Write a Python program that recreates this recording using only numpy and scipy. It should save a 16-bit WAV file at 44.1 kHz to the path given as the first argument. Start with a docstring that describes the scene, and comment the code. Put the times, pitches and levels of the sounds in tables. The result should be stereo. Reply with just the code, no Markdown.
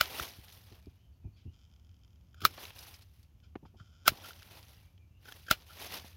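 """A quiet garden, with hand pruning shears close to the microphone and a little to its right.
Four leafy shoots come off a small tree: fibres tear and each stem snaps as the jaws shut; before two
of the cuts the blade creaks into the green wood, and after the first the shears clack open. Leaves
rustle as the shoots are pulled away, and some bump the microphone, mostly on the left.
Far birds and a faint rumble lie behind."""
import sys
import numpy as np
from scipy import signal
from scipy.fft import rfft, irfft, next_fast_len
from scipy.io import wavfile

SR = 44100
rng = np.random.default_rng(int(sys.argv[2]) if len(sys.argv) > 2 else 0)


def wav_out(sig):
    """Save sig, one row per channel (or a flat mono array), as 16-bit PCM at SR to the path in sys.argv[1]."""
    wavfile.write(sys.argv[1], SR, np.round(np.clip(np.atleast_2d(sig).T, -1, 1) * 32767).astype(np.int16))


N = 271656
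T = np.arange(N) / SR
TOP_HZ = 15900

# spectrum of breaking green wood: frequency_hz, level_db
WOOD_SPECTRUM = [(60, -12.5), (250, -9), (450, -11), (700, -8.5), (1000, -15.5), (1350, 4.5), (1850, -5),
                 (2400, -1.5), (4300, -5.5), (6200, -13.5), (8500, -21), (11500, -13), (15500, -10.5)]
# spectrum of leaves rubbing close by: frequency_hz, level_db
LEAF_SPECTRUM = [(150, -6), (400, -5), (800, -2.5), (1500, -5.5), (3000, 1), (5000, -3), (6500, -7),
                 (8200, -13), (11000, -10), (15500, -12.5)]


def cuts(metal_db=3, pop_db=-12, pop_lead_s=0.0034, clack_db=5):
    """Fibres fail harder and harder, the bark pops, the stem snaps, the jaws slam and splinters fade."""
    # stems cut through: snap_s, crack_db, ring_hz, ring_db, knock_db, thump_db, treble_db,
    # lead_db, lead_s, tail_db, tail_s
    snaps = [(0.0103, -7, 1477, -16.5, -28.5, -31, -0.5, -18, 0.0073, -14.5, 0.018),
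             (2.4511, -9, 1271, -8, -33.5, -23, 4.5, -23.5, 0.0074, -3, 0.0086),
             (4.0788, -4, 1352, -8.5, -22.5, -24, 3.5, -10.5, 0.0048, -4.5, .0080),
             (5.5112, -5, 1350, -12, -27, -20, 1, -12.5, 0.0045, -10.5, 0.012)]
    # resonances of the shears in a snap: pitch_hz, width_hz, level_db
    shear_modes = [(1398, 170, -7.5), (2340, 130, 0), (2980, 260, -1.5), (3480, 170, -5.5), (4142, 280, -4),
                   (5100, 230, -0.5), (6700, 500, -17.5)]
    out, before = np.zeros((2, N)), SR // 20
    t = (np.arange(SR // 5) - before) / SR
    for (snap_s, crack_db, ring_hz, ring_db, knock_db, thump_db, treble_db,
         lead_db, lead_s, tail_db, tail_s) in snaps:
        lead = undb(lead_db) * np.exp(-abs(t) / lead_s)
        snap = 1.25 * np.exp(-np.maximum(t - .001, 0) / .0019)
        tail = undb(tail_db) * np.exp(-abs(t) / tail_s)
        fibres = np.where(t < 0, lead, np.hypot(snap, tail)) * grains(len(t), 20000, 2.5)
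        pop = undb(pop_db) * np.exp(-((t + pop_lead_s) / .0006) ** 2) * grains(len(t), 20000, 2.5)
        splinters = fibres + shape(pop, lambda f: above(f, 2100))
        wood = shape(splinters, lambda f: contour(f, WOOD_SPECTRUM) * undb(treble_db * above(f, 5400)))
        metal = undb(metal_db) * sum(undb(db) * resonate(fibres, hz, bw) for hz, bw, db in shear_modes)
        crack = from_right(undb(crack_db) * (wood + 0.48 * metal))
        jaws = undb(ring_db) * ring(t, ring_hz, .001, .0023)
        knock = ring(t, 620, 0.0021, 0.0038, left_db=-4)
        clack = undb(clack_db) * ring(t, 2130, 0.00046, 0.0019, left_db=-1)
        thump = undb(thump_db) * ring(t, 160, 0.0012, 0.00046, left_db=-5.5)
        add(out, snap_s - before / SR, crack + jaws + undb(knock_db) * (knock + clack) + thump)
    return out


def blade(slips, low_db, low_hz=1400, low_width_hz=280):
    """Small jolts ring the blade over a dull crunch, which grows with the lowest resonance."""
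    # upper resonances of the blade: pitch_hz, width_hz, level_db
    blade_modes = [(2470, 760, -9), (3160, 310, 2.5), (3400, 340, -4), (5080, 1200, -6), (5910, 230, -9),
                   (6700, 640, -11.5)]

    def mode(hz, width_hz):
        return resonate(resonate(slips, hz, width_hz), hz, width_hz)

    lowest = undb(low_db + 0.8) * mode(low_hz, low_width_hz)
    upper = sum(undb(db) * mode(hz, width_hz) for hz, width_hz, db in blade_modes)
    crunch = unit(shape(slips, lambda f: contour(f, WOOD_SPECTRUM) * band(f, 250, 1000)))
    return (lowest + upper) / np.std(upper) + undb(-10 + 0.58 * low_db) * crunch


def creaks(bite_s=0.016, sink_s=0.27, spread_db=3, rub_db=-5, unevenness=0.33, tick_db=-11):
    """The blade sticks and slips through the wood, rubbing in between; the slips slow as it sinks in."""
    # the blade pressed through a stem: start_s, end_s, level_db, slope_db_per_s, first_gap_s,
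    # last_gap_s, lowest_resonance_db
    squeezes = [(1.51, 2.41, -74, -10.5, .005, .025, -9), (3.769, 4.06, -73, 1, .0025, 0.0054, -0.5)]
    out = np.zeros((2, N))
    for start_s, end_s, level_db, slope_db_per_s, first_gap_s, last_gap_s, low_db in squeezes:
        t = T[:int((end_s - start_s) * SR)]
        depth = np.minimum(t / sink_s, 1)
        gap_s = first_gap_s * (last_gap_s / first_gap_s) ** depth
        timing, size = rng.standard_normal((SR // 100, 2)).T
        slip_at = np.searchsorted(np.cumsum(1 / gap_s) / SR, np.cumsum(np.exp(unevenness * timing)))
        inside = slip_at < len(t)
        slips = np.zeros(len(t))
        slips[slip_at[inside]] = undb(spread_db * np.clip(size[inside], -2, 2))
        slips = unit(slips * np.sqrt(gap_s))  # a longer hold lets go harder
        tick = undb(tick_db) * unit(shape(slips, lambda f: above(f, 2500) * below(f, 7600, order=16)))
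        rub = undb(rub_db) * grains(len(t), 4000, 2)
        creak = blade(slips + rub, low_db) + tick * depth
        envelope = np.minimum(t / bite_s, 1) * undb(level_db + slope_db_per_s * t)
        add(out, start_s, from_right(creak, shadow_db=16.5) * envelope)
    return out


def rasps():
    """Short rasps of the blade in wood, and a clack of the shears springing open."""
    # the shears clacking open (first row), then the blade rasping in wood:
    # start_s, level_db, decay_s, lowest_resonance_hz, lowest_resonance_db, hiss_db
    strokes = [(0.197, -39, 0.0013, 1280, 18, -9), (1.352, -77.5, 0.048, 1400, -12, 9),
               (2.343, -63, 0.0026, 1470, 12, 5.5), (2.35, -71, 0.05, 1400, 6.5, -3.5),
               (2.404, -58, 0.0038, 1380, 13, 9), (2.414, -51, 0.008, 1320, 8, 6.5),
               (2.431, -51.5, 0.017, 1350, 13, 3), (3.401, -65.5, 0.0015, 1414, -9, -8.5),
               (3.424, -71.5, .026, 1490, 0.5, 0.5), (3.646, -74, 0.023, 1380, 1.5, 3),
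               (3.764, -71, .016, 1400, -11, -18), (3.796, -64, 0.0075, 1360, 15.5, -14.5),
               (4.055, -45, 0.0031, 1520, 6, -12.5), (4.06, -43.5, 0.0073, 1500, 11.5, -14),
               (4.232, -55.5, 0.019, 1380, 8.5, -4), (4.305, -56, 0.0056, 1360, 12, -5),
               (4.422, -55, 0.0013, 1440, 13, -8), (5.252, -56, 0.0057, 1460, 10, -3),
               (5.28, -56, 0.0091, 1490, 10.5, -2), (5.322, -51, 0.0021, 1460, 15.5, 8.5),
               (5.462, -62, 0.0095, 1520, 10, 7), (5.481, -51.5, 0.0071, 1530, 14, -0.5),
               (5.689, -64, .021, 1390, 10, -2.5)]
    out, t = np.zeros((2, N)), T[:SR // 6]
    for start_s, level_db, decay_s, low_hz, low_db, hiss_db in strokes:
        slips = grains(len(t), 4500, 2.6)
        edge_hz = np.interp(decay_s, [.008, .016], [15000, 6500])  # slow scrapes are duller
        hiss = unit(shape(slips, lambda f: contour(f, WOOD_SPECTRUM) * band(f, 2200, edge_hz)))
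        rasp = blade(slips + slips[0], low_db, low_hz) + undb(hiss_db) * hiss
        add(out, start_s, from_right(rasp) * undb(level_db) * burst(t, decay_s / 2, decay_s))
    return out


def leaves(grains_per_s=4500, flutter_db=2, rings_db=-3):
    """Stiff leaves slide over each other: dense, surging crackle with a papery body and a fine fizz."""
    level_db, body_db, pan_db = sweeps()
    fizz_db = -6.5 + 0.07 * (level_db + 55)  # harder sweeps fizz slightly more
    side_db = np.array([[.5], [-.5]]) * pan_db
    taps = undb(rings_db) * leaf_rings() + stray_ticks()
    friction = grains(N, grains_per_s, 2) * undb(flutter_db * surge(N, 48))
    crackle = unit(shape(friction, lambda f: contour(f, LEAF_SPECTRUM)))
    # long waves reach both sides of the microphone; only short ones are shadowed
    body = unit(shape(crackle + 0.24 * crackle[::-1], lambda f: above(f, 110) * below(f, 1200, order=8)))
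    rasp = unit(shape(crackle + taps, lambda f: band(f, 1200, 6900, order=8)))
    bright = shape(rasp, lambda f: above(f, 4000, order=6))
    rasp = rasp - bright + bright * undb(0.57 * side_db)
    fizz = unit(shape(crackle, lambda f: above(f, 9200, order=8) * below(f, TOP_HZ, order=30)))
    return (body * undb(body_db) + rasp + fizz * undb(fizz_db + side_db)) * undb(level_db)


def sweeps():
    """Foliage swells and settles, the stronger sweep setting the colour. Gives level, body, pan in dB."""
    # shoots pulled away or brushed: peak_s, level_db, swell_s, settle_s, body_db, treble_left_db
    swishes = [(.03, -45.5, 0.012, 0.066, -5.5, -5), (0.193, -40, 0.056, 0.053, -7, -9.5),
               (.5, -60, 0.28, 0.13, -8.5, -15), (.75, -65.5, 0.062, 0.036, -2, -3),
               (.93, -78, 0.11, 0.08, -9, -6), (2.488, -55, .015, 0.04, -6, -8),
               (2.639, -48, 0.057, 0.035, -7.5, -8), (2.815, -53.5, 0.056, 0.063, -8, -13),
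               (2.935, -61, .035, 0.053, -9, -12), (3.18, -73.5, 0.086, 0.05, -16, -18),
               (4.151, -55, 0.049, 0.097, -2, -4), (4.275, -49, 0.029, 0.025, -9.5, -9.5),
               (4.41, -59, 0.071, 0.091, -8.5, -9.5), (4.565, -56, 0.056, 0.026, -5, -5.5),
               (4.71, -61.5, 0.12, 0.075, -7.5, -13.5), (5.294, -56.5, 0.042, 0.066, -6.5, -12),
               (5.42, -63.5, .04, 0.079, -15, -14), (5.55, -60.5, .02, 0.06, -3, -8),
               (5.721, -56.5, 0.045, 0.054, -10, -8.5), (5.846, -43.5, 0.049, 0.036, -6.5, -3.5),
               (5.947, -39.5, 0.027, 0.023, -6, 0), (6.07, -56.5, 0.085, 0.047, -9, -7)]
    peak_s, level_db, swell_s, settle_s, body_db, pan_db = np.transpose(swishes)[..., None]
    age = T - peak_s
    swell = -(age / swell_s) ** 2
    settle = 2 - 2 * np.hypot(1, age / settle_s)
    power = undb(level_db) ** 2 * np.exp(np.where(age < 0, swell, settle)) + 1e-18
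    total = power.sum(0)
    return 10 * np.log10(total), (power * body_db).sum(0) / total, (power * pan_db).sum(0) / total


def leaf_rings(count=18):
    """Each stiff leaf has its own brief pitch and is tapped now and then."""
    pitches_hz = np.geomspace(1300, 6200, count) * np.exp(0.023 * rng.standard_normal(count))
    return unit(sum(resonate(grains(N, 45, 6), hz, 110 + hz / 30) for hz in pitches_hz))


def stray_ticks(ticks_per_s=14, tick_db=-7, spread_db=4):
    """Now and then a leaf edge catches and lets go with a dry tick."""
    catches = grains(N, ticks_per_s, spread_db)[0]
    release = burst(T[:SR // 60], 0.00035, .0025)
    envelope = np.sqrt(np.abs(signal.fftconvolve(catches ** 2, release ** 2)[:N]))
    ticks = envelope * grains(N, 12000, 2.8)
    return undb(tick_db) * unit(shape(ticks, lambda f: contour(f, LEAF_SPECTRUM)))


def clicks(ring_db=5):
    """Sharp clicks, each with a brief pitch: leaves and stalks flicking, and the shears springing open."""
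    # the shears springing open (first row), then leaves and stalks: start_s, level_db, decay_s, treble_db
    hits = [(.199, -30.5, .0018, -9), (.286, -47, .002, 20), (.523, -49.5, 0.0099, 18),
            (.826, -58, .0014, 6), (0.858, -57, .0016, -3), (2.653, -35.5, 0.002, -10),
            (2.704, -44, 0.0045, -15), (2.789, -41.5, 0.0062, 9), (2.94, -47, 0.0098, 2),
            (3.02, -52.5, 0.0085, 5), (3.229, -59.5, 0.006, 8.5), (4.51, -48.5, 0.0046, -5),
            (4.628, -48.5, 0.0022, 0), (4.978, -59.5, 0.0028, -12.5), (5.524, -29.5, 0.007, -14)]
    out, t = np.zeros((2, N)), T[:SR // 10]
    for start_s, level_db, decay_s, treble_db in hits:
        taps = grains(len(t), 12000, 3) * burst(t, .0003, decay_s)
        pitched = taps + undb(ring_db) * resonate(taps, rng.uniform(2900, 5170), 450)
        crackle = shape(pitched, lambda f: contour(f, LEAF_SPECTRUM) * undb(treble_db * above(f, 4300)))
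        add(out, start_s, from_right(crackle) * np.std(taps) / np.std(crackle) * undb(level_db))
    return out


def bumps(stereo_width=0.73, bass_db_per_octave=-10.5):
    """Leaves, hand and tool bump at the microphone; a softer touch has a lower edge and more bass."""
    # soft contacts, mostly on the left: start_s, level_db, decay_s, upper_edge_hz, left_minus_right_db
    contacts = [(.205, -37, 0.0078, 292, 4), (.381, -40, 0.0087, 373, 20), (0.714, -44, 0.012, 604, 31),
                (.868, -38, 0.0067, 430, 27.5), (1.24, -33.5, 0.019, 363, 27.5),
                (1.448, -35.5, 0.023, 310, 23), (2.411, -38.5, 0.035, 470, 10),
                (2.577, -43.5, 0.0049, 2850, -1.5), (3.554, -36.5, .0035, 2596, 14),
                (3.556, -33.5, 0.0058, 500, 15.5), (3.626, -45.5, 0.012, 521, 4),
                (3.651, -47, 0.0052, 1120, 15), (3.737, -47, 0.013, 560, 16.5),
                (3.806, -39.5, 0.0068, 224, 16), (4.093, -38, 0.0064, 420, 1),
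                (4.115, -38, 0.0074, 400, 11), (6.044, -45, 0.0021, 1200, 0.5)]
    # spectrum of a dull contact: frequency_hz, level_db
    thud_spectrum = [(30, -15.5), (80, 10.5), (170, -7), (370, -2.5), (560, -14.5), (850, -2), (1300, -13),
                     (1900, -10), (4000, -14), (15000, -16.5)]
    out, t = np.zeros((2, N)), T[:SR // 4]
    for start_s, level_db, decay_s, edge_hz, pan_db in contacts:
        bass_db = -2 + bass_db_per_octave * np.log2(edge_hz / 500)
        push = rng.standard_normal(len(t)) + stereo_width * rng.standard_normal((2, len(t)))
        thud = shape(push, lambda f: contour(f, thud_spectrum) * below(f, edge_hz)
                     * undb(bass_db * below(f, 120)))
        envelope = burst(t, decay_s / 2, decay_s)
        bump = unit(thud * envelope) * np.sqrt(np.mean(envelope ** 2))
        add(out, start_s, bump * undb(level_db - np.array([[0], [pan_db]])))
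    return out


def birds(scatter_s=0.047, clear_share=0.25, waver=.025):
    """Thin far-off whistles, partly clear and partly blurred by the trees they pass through."""
    # distant bird calls: start_s, start_hz, end_hz, length_s, level_db
    chirps = [(0.796, 2550, 2280, .069, -78.5), (.943, 2810, 3220, .13, -80),
              (1.119, 4583, 4460, 0.026, -85), (1.214, 2560, 2390, 0.072, -81.5),
              (1.32, 4520, 4580, .03, -80), (1.448, 2794, 3000, 0.059, -78),
              (4.752, 2860, 2680, 0.0398, -73), (4.816, 2255, 2425, 0.031, -75.5),
              (4.985, 2530, 2196, 0.059, -78.5), (5.105, 2694, 2967, .11, -77.5)]
    out, t = np.zeros((2, N)), T[:SR // 8]
    for start_s, start_hz, end_hz, length_s, level_db in chirps:
        n = int(length_s * SR)
        pitch_hz = np.linspace(start_hz, end_hz, n) * (1 + waver * surge(n, 150))
        whistle = np.sin(2 * np.pi * np.cumsum(pitch_hz) / SR) * np.sqrt(np.hanning(n))
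        trees = rng.standard_normal((2, len(t))) * np.exp(-t / scatter_s)
        blurred = signal.fftconvolve(whistle[None], trees, axes=1)
        add(out, start_s, undb(level_db) * blurred / blurred.std(1).mean() * np.sqrt(.5))
        add(out, start_s, undb(level_db) * clear_share * unit(whistle))
    return out


def garden(rumble_db=-57.5, air_db=-83, left_db=3, stereo_width=0.72):
    """A low rumble, a little stronger on the left, and a trace of airy hiss."""
    # spectrum of the garden background: frequency_hz, level_db
    ambience = [(20, -13.5), (45, -7.5), (70, 2), (95, 2), (125, -10.5), (180, -13.5), (430, -30),
                (800, -33.5), (1900, -43), (2900, -37.5), (4000, -50.5), (6300, -43.5), (8300, -56),
                (13000, -44.5), (16000, -54)]
    noise = rng.standard_normal(N) + stereo_width * rng.standard_normal((2, N))
    side_db = np.array([[left_db], [0]])
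    rumble = unit(shape(noise, lambda f: contour(f, ambience) * undb(side_db * below(f, 200))))
    air = unit(shape(rng.standard_normal((2, N)), lambda f: contour(f, LEAF_SPECTRUM)))
    return undb(rumble_db) * rumble + undb(air_db) * from_right(air, shadow_db=5.5)


def from_right(x, shadow_db=9, edge_hz=4800):
    """Sound from the right: the left of the microphone lies in shadow for the treble."""
    return shape(x, lambda f: undb(np.array([[-.65], [.35]]) * shadow_db * above(f, edge_hz)))


def ring(t, hz, rise_s, decay_s, lag_s=.00007, left_db=2.5):
    """A damped swing that reaches the left of the microphone a little later."""
    age = np.maximum(t - np.array([[lag_s], [0]]), 0)
    balance = undb(np.array([[left_db], [-left_db]]) / 2)
    return balance * burst(age, rise_s, decay_s) * np.sin(2 * np.pi * hz * age)


def grains(n, per_s, spread_db):
    """Random tiny clicks of unequal size, different left and right."""
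    sizes = undb(spread_db * np.clip(rng.standard_normal((2, n)), -2, 2))
    return unit(sizes * rng.choice([-1, 1], (2, n)) * (rng.random((2, n)) < per_s / SR))


def burst(t, rise_s, decay_s):
    """A quick swell and an exponential decay, peaking at 1."""
    envelope = (1 - np.exp(-(t / rise_s) ** 2)) * np.exp(-t / decay_s)
    return envelope / envelope.max()


def surge(n, rate_hz):
    """A smooth random wander with rms 1."""
    return unit(shape(rng.standard_normal(n), lambda f: below(f, rate_hz)))


def resonate(x, hz, width_hz):
    """One damped resonance with gain 1 at its centre."""
    return signal.lfilter(*signal.iirpeak(hz, hz / width_hz, SR), x)


def shape(x, gain):
    """Filter by a function of frequency."""
    n = next_fast_len(x.shape[-1], True)
    f = np.maximum(np.fft.rfftfreq(n, 1 / SR), 1)
    return irfft(rfft(x, n) * gain(f), n)[..., :x.shape[-1]]


def contour(f, points):
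    """Gain of a spectrum given as frequency_hz, level_db."""
    hz, db = np.transpose(points)
    return undb(np.interp(np.log(f), np.log(hz), db))


def above(f, edge_hz, order=4):
    """Smooth step from 0 to 1 at an edge."""
    return 1 / (1 + (edge_hz / f) ** order)


def below(f, edge_hz, order=4):
    return 1 - above(f, edge_hz, order)


def band(f, low_hz, high_hz, order=4):
    return above(f, low_hz, order) * below(f, high_hz, order)


def undb(db):
    return 10 ** (np.asarray(db) / 20)


def unit(x):
    """Scale to rms 1."""
    return x / np.sqrt(np.mean(x ** 2))


def add(out, start_s, x):
    """Mix a short sound in at start_s."""
    start = int(start_s * SR)
    lo, hi = max(start, 0), min(start + x.shape[-1], N)
    out[:, lo:hi] += x[..., lo - start:hi - start]


def scene():
    """Shears and foliage up close, birds and garden far behind."""
    return cuts() + creaks() + rasps() + leaves() + clicks() + bumps() + birds() + garden()


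def record(dry, low_cut_hz=42):
    """The recorder thins the deepest bass, rounds the sharpest peaks and cuts the top."""
    thinned = signal.sosfilt(signal.butter(3, low_cut_hz, "high", fs=SR, output="sos"), dry)
    return signal.sosfilt(signal.ellip(10, .2, 80, TOP_HZ, fs=SR, output="sos"), np.tanh(thinned))


dry = scene()
out = record(dry)
wav_out(out)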